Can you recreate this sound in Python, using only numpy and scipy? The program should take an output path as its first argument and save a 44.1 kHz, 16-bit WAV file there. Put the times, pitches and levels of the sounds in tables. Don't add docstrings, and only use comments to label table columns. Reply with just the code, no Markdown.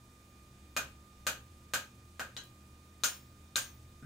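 import sys
import numpy as np
from scipy import signal
from scipy.io import wavfile

SR = 44100
rng = np.random.default_rng(int(sys.argv[2]) if len(sys.argv) > 2 else 0)


def store_wav(level_fs):
    pcm = np.round(np.clip(np.atleast_2d(level_fs), -1, 1) * 32767)
    wavfile.write(sys.argv[1], SR, pcm.T.astype(np.int16))


def boost(x):
    u = np.asarray(x, float) / 20
    return 10 ** u


N = 178781

# start in seconds, level in dB, hardness in dB (treble against body),
# level of the straight sound in dB, jolt in dB passed to a spare hammer lying on the anvil.
BLOWS = [
    (0.765, -32, -6.5, -1, 13),
    (1.267, -32.5, -4, 0.5, -2),
    (1.736, -32.5, -4, 0.5, 0.1),
    (2.195, -34.5, -12.5, 0, -11),
    (3.036, -39, 5.5, -3, 1),
    (3.558, -39, 4, -11, -7.5),
]
# start in seconds, peak in dB.
TAPS = [
    (2.366, -32),
    (2.382, -48),
]


def in_time(rows):
    s, *columns = np.transpose(rows)
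    return [np.interp(np.arange(N) / SR, s, c) for c in columns]


def at_hz(points, hz):
    f, *columns = np.transpose(points)
    return [np.interp(np.log(hz), np.log(f), c) for c in columns]


def rms_one(x):
    return x / np.sqrt(np.mean(x ** 2) + 1e-20)


def pan(x, db):
    return x * boost(np.array([[db / 2], [-db / 2]]))


def sine(hz):
    return np.sqrt(2) * np.sin(2 * np.pi * np.cumsum(hz) / SR)


def high_pass(x, hz):
    return signal.sosfilt(signal.butter(2, hz, "high", fs=SR, output="sos"), x)


def resonate(x, hz, width):
    r = np.exp(-np.pi * width / SR)
    feedback = [1, -2 * r * np.cos(2 * np.pi * hz / SR), r * r]
    return signal.lfilter([(1 - r * r) / 2, 0, (r * r - 1) / 2], feedback, x + 1e-18)


def ring(clicks, hz, t60):
    r = boost(-60 / (t60 * SR))
    w = 2 * np.pi * hz / SR
    return signal.lfilter([0, np.sin(w)], [1, -2 * r * np.cos(w), r * r], clicks + 1e-18)


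def clicks_at(times, levels_db):
    out = np.zeros(N)
    out[np.round(np.asarray(times) * SR).astype(int)] = boost(np.asarray(levels_db))
    return out


def drift(rate):
    r = np.exp(-80 * np.pi * rate / SR)
    slow = signal.lfilter([1], [1, -2 * r, r * r], rng.standard_normal(N // 40 + 2002))[2000:]
    return np.interp(np.arange(N) / 40, np.arange(len(slow)), rms_one(slow))


def stereo_bands(size):
    edges = 19 * 2 ** np.arange(0, 10.5, .5)
    white = rng.standard_normal((2, 2, size))
    for k, (low, high) in enumerate(zip(edges, edges[1:])):
        band = signal.butter(2, [low, high], "band", fs=SR, output="sos")
        mid, side = signal.sosfilt(band, white[k % 2])
        yield np.sqrt(low * high), mid, side * np.array([[1], [-1]])


def blend(mid, side, alike):
    alike = np.clip(alike, 0, 1)
    return np.sqrt(1 + alike) * mid + np.sqrt(1 - alike) * side


def scatter(x):
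    for lag in (7, 16, 29):
        taps = np.r_[1, np.zeros(lag - 1), -.6]
        x = signal.lfilter(taps[::-1], taps, x + 1e-18)
    return x


def strength_db(hz):
    # pitch in Hz, share of hardness, offset in dB.
    regions = [(1330, 0.13, 0.5), (3680, 1, -1.63), (6460, 1.17, 0.66), (12200, 1.04, -10),
               (15300, 1.5, -12)]
    share, offset_db = at_hz(regions, hz)
    return np.transpose(BLOWS)[1] + share * np.transpose(BLOWS)[2] + offset_db


def on_flat():
    flat_from_db, flat_span_db = -3, 6
    return np.clip((np.transpose(BLOWS)[2] - flat_from_db) / flat_span_db, 0, 1)


def hammer():
    # pitch in Hz, width in Hz, level in dB.
    contact = [(130, 227, 2.5), (300, 350, -13), (568, 220, 8.5), (755, 820, 2), (1493, 207, 13.5),
               (2780, 574, 12), (4080, 1120, 11.5), (5980, 2070, 8.5), (6990, 1420, 11.5), (8830, 570, 9),
               (11540, 4800, 8), (15400, 3200, 1)]
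    # pitch in Hz, time to fall 60 dB in seconds.
    anvil = [(545, .12), (1245, .2), (1305, .09), (1420, .12), (1506, .12), (1541, .17), (1592, .13),
             (1665, .08), (2467, .17), (2697, .08), (4697, .25), (5324, .32), (6245, .16), (6330, .2),
             (6720, .13), (6755, .17), (6812, .1), (7220, .11), (8215, .25), (8700, .03), (8909, .25),
             (14120, .15), (14430, .28), (14800, .28), (15110, .42), (15330, .7), (15560, .25)]
    # level on edge in dB, level on flat in dB, pan in dB.
    struck = [(-35.5, -54, -1), (-19, -28.5, -3), (-16, -9.5, -1), (-13, -7.5, 0), (-29, -25, -5),
              (-38, -16, 1), (-13, -8, 0), (-27, -27, -6), (-9, -9, -2), (-33, -40, 3), (-26, -19, 0),
              (-30.5, -19, -3), (-17, -9.5, 1), (-20, -11, -8), (-29, -31, 4), (-11, -11, -1),
              (-33, -9, 14), (-31, -24, 0), (-37, -30, -3), (-44, -3, -5), (-30, -7, 0), (-46, -29, 0),
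              (-49, -22, -2), (-40, -23, -12), (-40, -18, -13), (-45, -30, 10), (-46, -30, -12)]
    spare = {1245: .3, 2467: .4, 5324: 1, 8215: 1}
    flutter_db, flutter_hz = 2.5, 25
    s, jolt_db = np.transpose(BLOWS)[[0, 4]]
    crack, ringing = np.zeros(N), np.zeros((2, N))
    for k, (hz, width, level_db) in enumerate(contact):
        push = clicks_at(s, strength_db(hz) + level_db + 25.0)
        crack += (-1) ** k * resonate(push, hz, width)
    for (hz, t60), (edge_db, flat_db, pan_db) in zip(anvil, struck):
        level_db = edge_db + (flat_db - edge_db) * on_flat() + jolt_db * spare.get(hz, 0)
        tone = ring(clicks_at(s, strength_db(hz) + level_db + 5.0), hz, t60)
        flutter = flutter_db * (1 + (hz / 12000) ** 2) * drift(flutter_hz)
        ringing += pan(tone * boost(flutter), pan_db)
    return scatter(crack), ringing


def first_arrival(crack):
    s, _, _, straight_db, _ = np.transpose(BLOWS)
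    current_blow = np.searchsorted(s[1:] - .05, np.arange(N) / SR)
    return pan(crack * boost(straight_db)[current_blow], 3.5)


def slap():
    # start in seconds, peak in dB.
    slaps = [
        (3.036, -18),
        (3.5575, -13.5),
        (2.3662, -25.5),
    ]
    hz, t60 = 3880, 0.0034
    s, peak_db = np.transpose(slaps)
    swelling = ring(clicks_at(s, peak_db - 17.0), hz, t60)
    return pan(ring(swelling, hz, t60), 5.3)


def shiver(count=110):
    # pitch in Hz, level on edge in dB, level on flat in dB, time to fall 60 dB in seconds.
    rattling = [(705, -36, -27.5, 0.31), (2030, -39, -26, 0.39), (4500, -42, -28, 0.38),
                (9000, -41, -28.5, 0.31), (14500, -36, -20, 0.41)]
    spread_db, lag_s = 4, .008
    s, out = np.transpose(BLOWS)[0], 0
    pitches = np.geomspace(700, 15600, count) * rng.uniform(.985, 1.015, count)
    for hz, chance in zip(pitches, rng.standard_normal((count, 2, len(s) + 1))):
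        edge_db, flat_db, t60 = at_hz(rattling, hz)
        level_db = strength_db(hz) + edge_db + (flat_db - edge_db) * on_flat() + 3.5
        level_db = level_db + spread_db * chance[0, 1:]
        clicks = clicks_at(s + lag_s * np.abs(chance[1, 1:]), level_db)
        out = out + pan(ring(clicks, hz, t60 * boost(chance[0, 0])), 8 * chance[1, 0])
    return high_pass(out, 500)


def bar():
    # pitch in Hz, level in dB, time to fall 60 dB in seconds, pan in dB.
    short_rings = [(607, -24, 0.027, -3), (1634, -23.5, 0.062, 0), (2070, -18, 0.0099, -4),
                   (3290, -6, 0.0065, 0), (4070, -4.5, 0.0067, -3), (5430, -6.5, 0.002, 4),
                   (6780, -17.5, 0.017, 0)]
    long_rings = [(2955, -28, .2, 0), (3203, -27, .1, 0), (3978, -18, .12, 0), (6325, -23, .09, 0)]
    s, peak_db = np.transpose(TAPS)
    out = 0
    for hz, db, t60, pan_db in short_rings + long_rings:
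        out = out + pan(ring(clicks_at(s, peak_db + db), hz, t60), pan_db)
    return scatter(out)


def scale():
    # start in seconds, peak in dB.
    flakes = [
        (2.366, -54),
        (2.436, -53),
        (2.452, -60),
    ]
    t = np.arange(600) / SR
    grit = rng.standard_normal(600) * np.exp(-t / .003) * np.minimum(t / 0.00046, 1)
    puffs = signal.fftconvolve(clicks_at(*np.transpose(flakes)), grit)[:N]
    return pan(high_pass(puffs, 6000), -2)


def knock():
    # start in seconds, peak in dB.
    knocks = [
        (4.026, -44),
        (4.041, -56),
    ]
    # pitch in Hz, level in dB, time to fall 60 dB in seconds, pan in dB.
    board = [(152, -1, 0.068, -0.18), (222, -1.5, 0.073, 0), (623, -15, 0.0098, -1),
             (1460, -6.5, 0.011, -1)]
    s, peak_db = np.transpose(knocks)
    return sum(pan(ring(-clicks_at(s, peak_db + db), hz, t60), pan_db) for hz, db, t60, pan_db in board)


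def workshop(x):
    # pitch in Hz, time to fall 60 dB in seconds, level in dB, left-right likeness 0-1, pan in dB.
    tail = [(99.54, 0.2, -3, 0.99, -5), (240, 0.5, -3, 0.91, 0.5), (597, 0.27, -2.5, 0.85, -4),
            (1400, 0.23, 4.5, 0.29, 2), (2870, 0.28, -1, 0, 2), (7100, 0.2, 3.5, 0.11, 3),
            (10200, 0.26, 3, 0.05, -5.5), (13000, 0.16, 3.5, 0.35, -0.5), (16000, 0.27, 2, 0.05, -4.5)]
    # delay in seconds, level in dB.
    echoes = [(.0062, -4), (.0095, -7), (.0128, -4)]
    sway_rad_per_s = 1.65
    t = np.arange(SR // 2) / SR
    build_up = np.clip((t - .0008) / .004, 0, 1)
    bunches = sum(boost(db - 0.5) * np.exp(-((t - delay) / 0.0006) ** 2) for delay, db in echoes)
    starts = np.sort(np.r_[np.transpose(BLOWS)[0], TAPS[0][0]])
    current = np.searchsorted(starts[1:] - .01, np.arange(N) / SR)
    turn = sway_rad_per_s * (starts - starts[0])[current]
    out = 0
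    for share in (np.cos(turn), np.sin(turn)):
        answer = 0
        for hz, mid, side in stereo_bands(size=len(t)):
            t60, level_db, alike, pan_db = at_hz(tail, hz)
            answer = answer + pan(blend(mid, side, alike), pan_db) * boost(level_db - 60 * t / t60)
        out = out + signal.fftconvolve((share * x)[None], answer * (build_up + bunches), axes=1)[:, :N]
    return boost(-25) * out


def whine():
    # time in seconds, pole rate in Hz.
    pole_rate = [(0, 605.6), (2.0, 606.3), (3.0, 608.6), (4.06, 608.4)]
    # multiple of the pole rate, left level in dB rms, right level in dB rms.
    multiples = [(2, -87.5, -65.5), (3, -104, -83), (4, -105.5, -73.5), (6, -86.5, -79.5), (7, -90, -87),
                 (8, -93, -85), (11, -88, -81), (13, -82.5, -101)]
    phase = 2 * np.pi * np.cumsum(in_time(pole_rate)[0] + 0.278 * drift(2.12)) / SR
    out = 0
    for k, left, right in multiples:
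        tone = np.sqrt(2) * np.sin(round(k) * phase + k * k)
        out = out + tone * boost(np.array([[left], [right]]) + 1.4 * drift(2.8))
    return out


def blower():
    # pitch in Hz, level in dB per Hz.
    air_levels = [(14, -31), (24, -1.5), (50, -7.5), (100, -10), (300, -18), (500, -17), (900, -25),
                  (1500, -23), (3000, -23.5), (5500, -26), (7000, -24.5), (9000, -27.5), (12400, -33),
                  (16000, -32)]
    # pitch in Hz, left-right likeness 0-1, pan in dB.
    air_stereo = [(60, .998, 0), (150, .99, 0), (300, .96, -.3), (640, .88, -.5), (1400, .35, -1),
                  (3100, .1, -1.5), (6800, .45, -2.5), (15000, .5, -3.5)]
    # time in seconds, tone level in dB.
    blade_load = [(0, -65), (.5, -62.5), (.87, -55.5), (1.05, -63), (1.3, -57.5), (1.95, -62.5),
                  (2.1, -56.5), (2.53, -66), (2.7, -59.5), (3.1, -65), (3.45, -57.5), (3.62, -63),
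                  (3.87, -55.5), (4.06, -62)]
    # pitch in Hz, width in Hz, level in dB rms.
    duct_rings = [(122.7, 6.7, -64.5), (96, 66, -64.5), (303.2, 1.4, -75.5)]
    # pitch in Hz, level in dB rms.
    frame_tones = [(198.3, -70), (247.8, -72), (345, -74)]
    blade_hz = 70.6 + 2.4 * np.arange(N) / SR
    blade_db = in_time(blade_load)[0]
    air = 0
    for hz, mid, side in stereo_bands(size=N):
        alike, pan_db = at_hz(air_stereo, hz)
        level_db = at_hz(air_levels, hz)[0] + 0.88 * drift(24)
        air = air + pan(blend(mid, side, alike), pan_db) * boost(level_db)
    blade = sine(blade_hz + 4.77 * drift(12.5)) * boost(blade_db + 1.9 * drift(16))
    duct = 0
    for hz, width, db in duct_rings:
        duct = duct + boost(db) * rms_one(resonate(rng.standard_normal(N), hz, width))
    hum = sum(sine(hz + 0.66 * drift(2.5)) * boost(db + 1.4 * drift(13.0)) for hz, db in frame_tones)
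    return rms_one(air) * boost(-64) + blade + duct + hum


def scene():
    crack, ringing = hammer()
    small, flakes = bar() + knock(), scale()
    room = workshop(crack + (boost(-7) * ringing + small + boost(-7) * flakes).mean(axis=0))
    strikes = first_arrival(crack) + slap() + ringing + small + flakes
    return strikes + room + blower() + whine() + shiver()


def top_cut(x):
    return signal.sosfilt(signal.butter(12, 16810, fs=SR, output="sos"), x)


def record(dry):
    cut = signal.sosfilt(signal.ellip(10, .5, 35, 15770, fs=SR, output="sos"), dry)
    return top_cut(cut)


dry = scene()
out = record(dry)
store_wav(out)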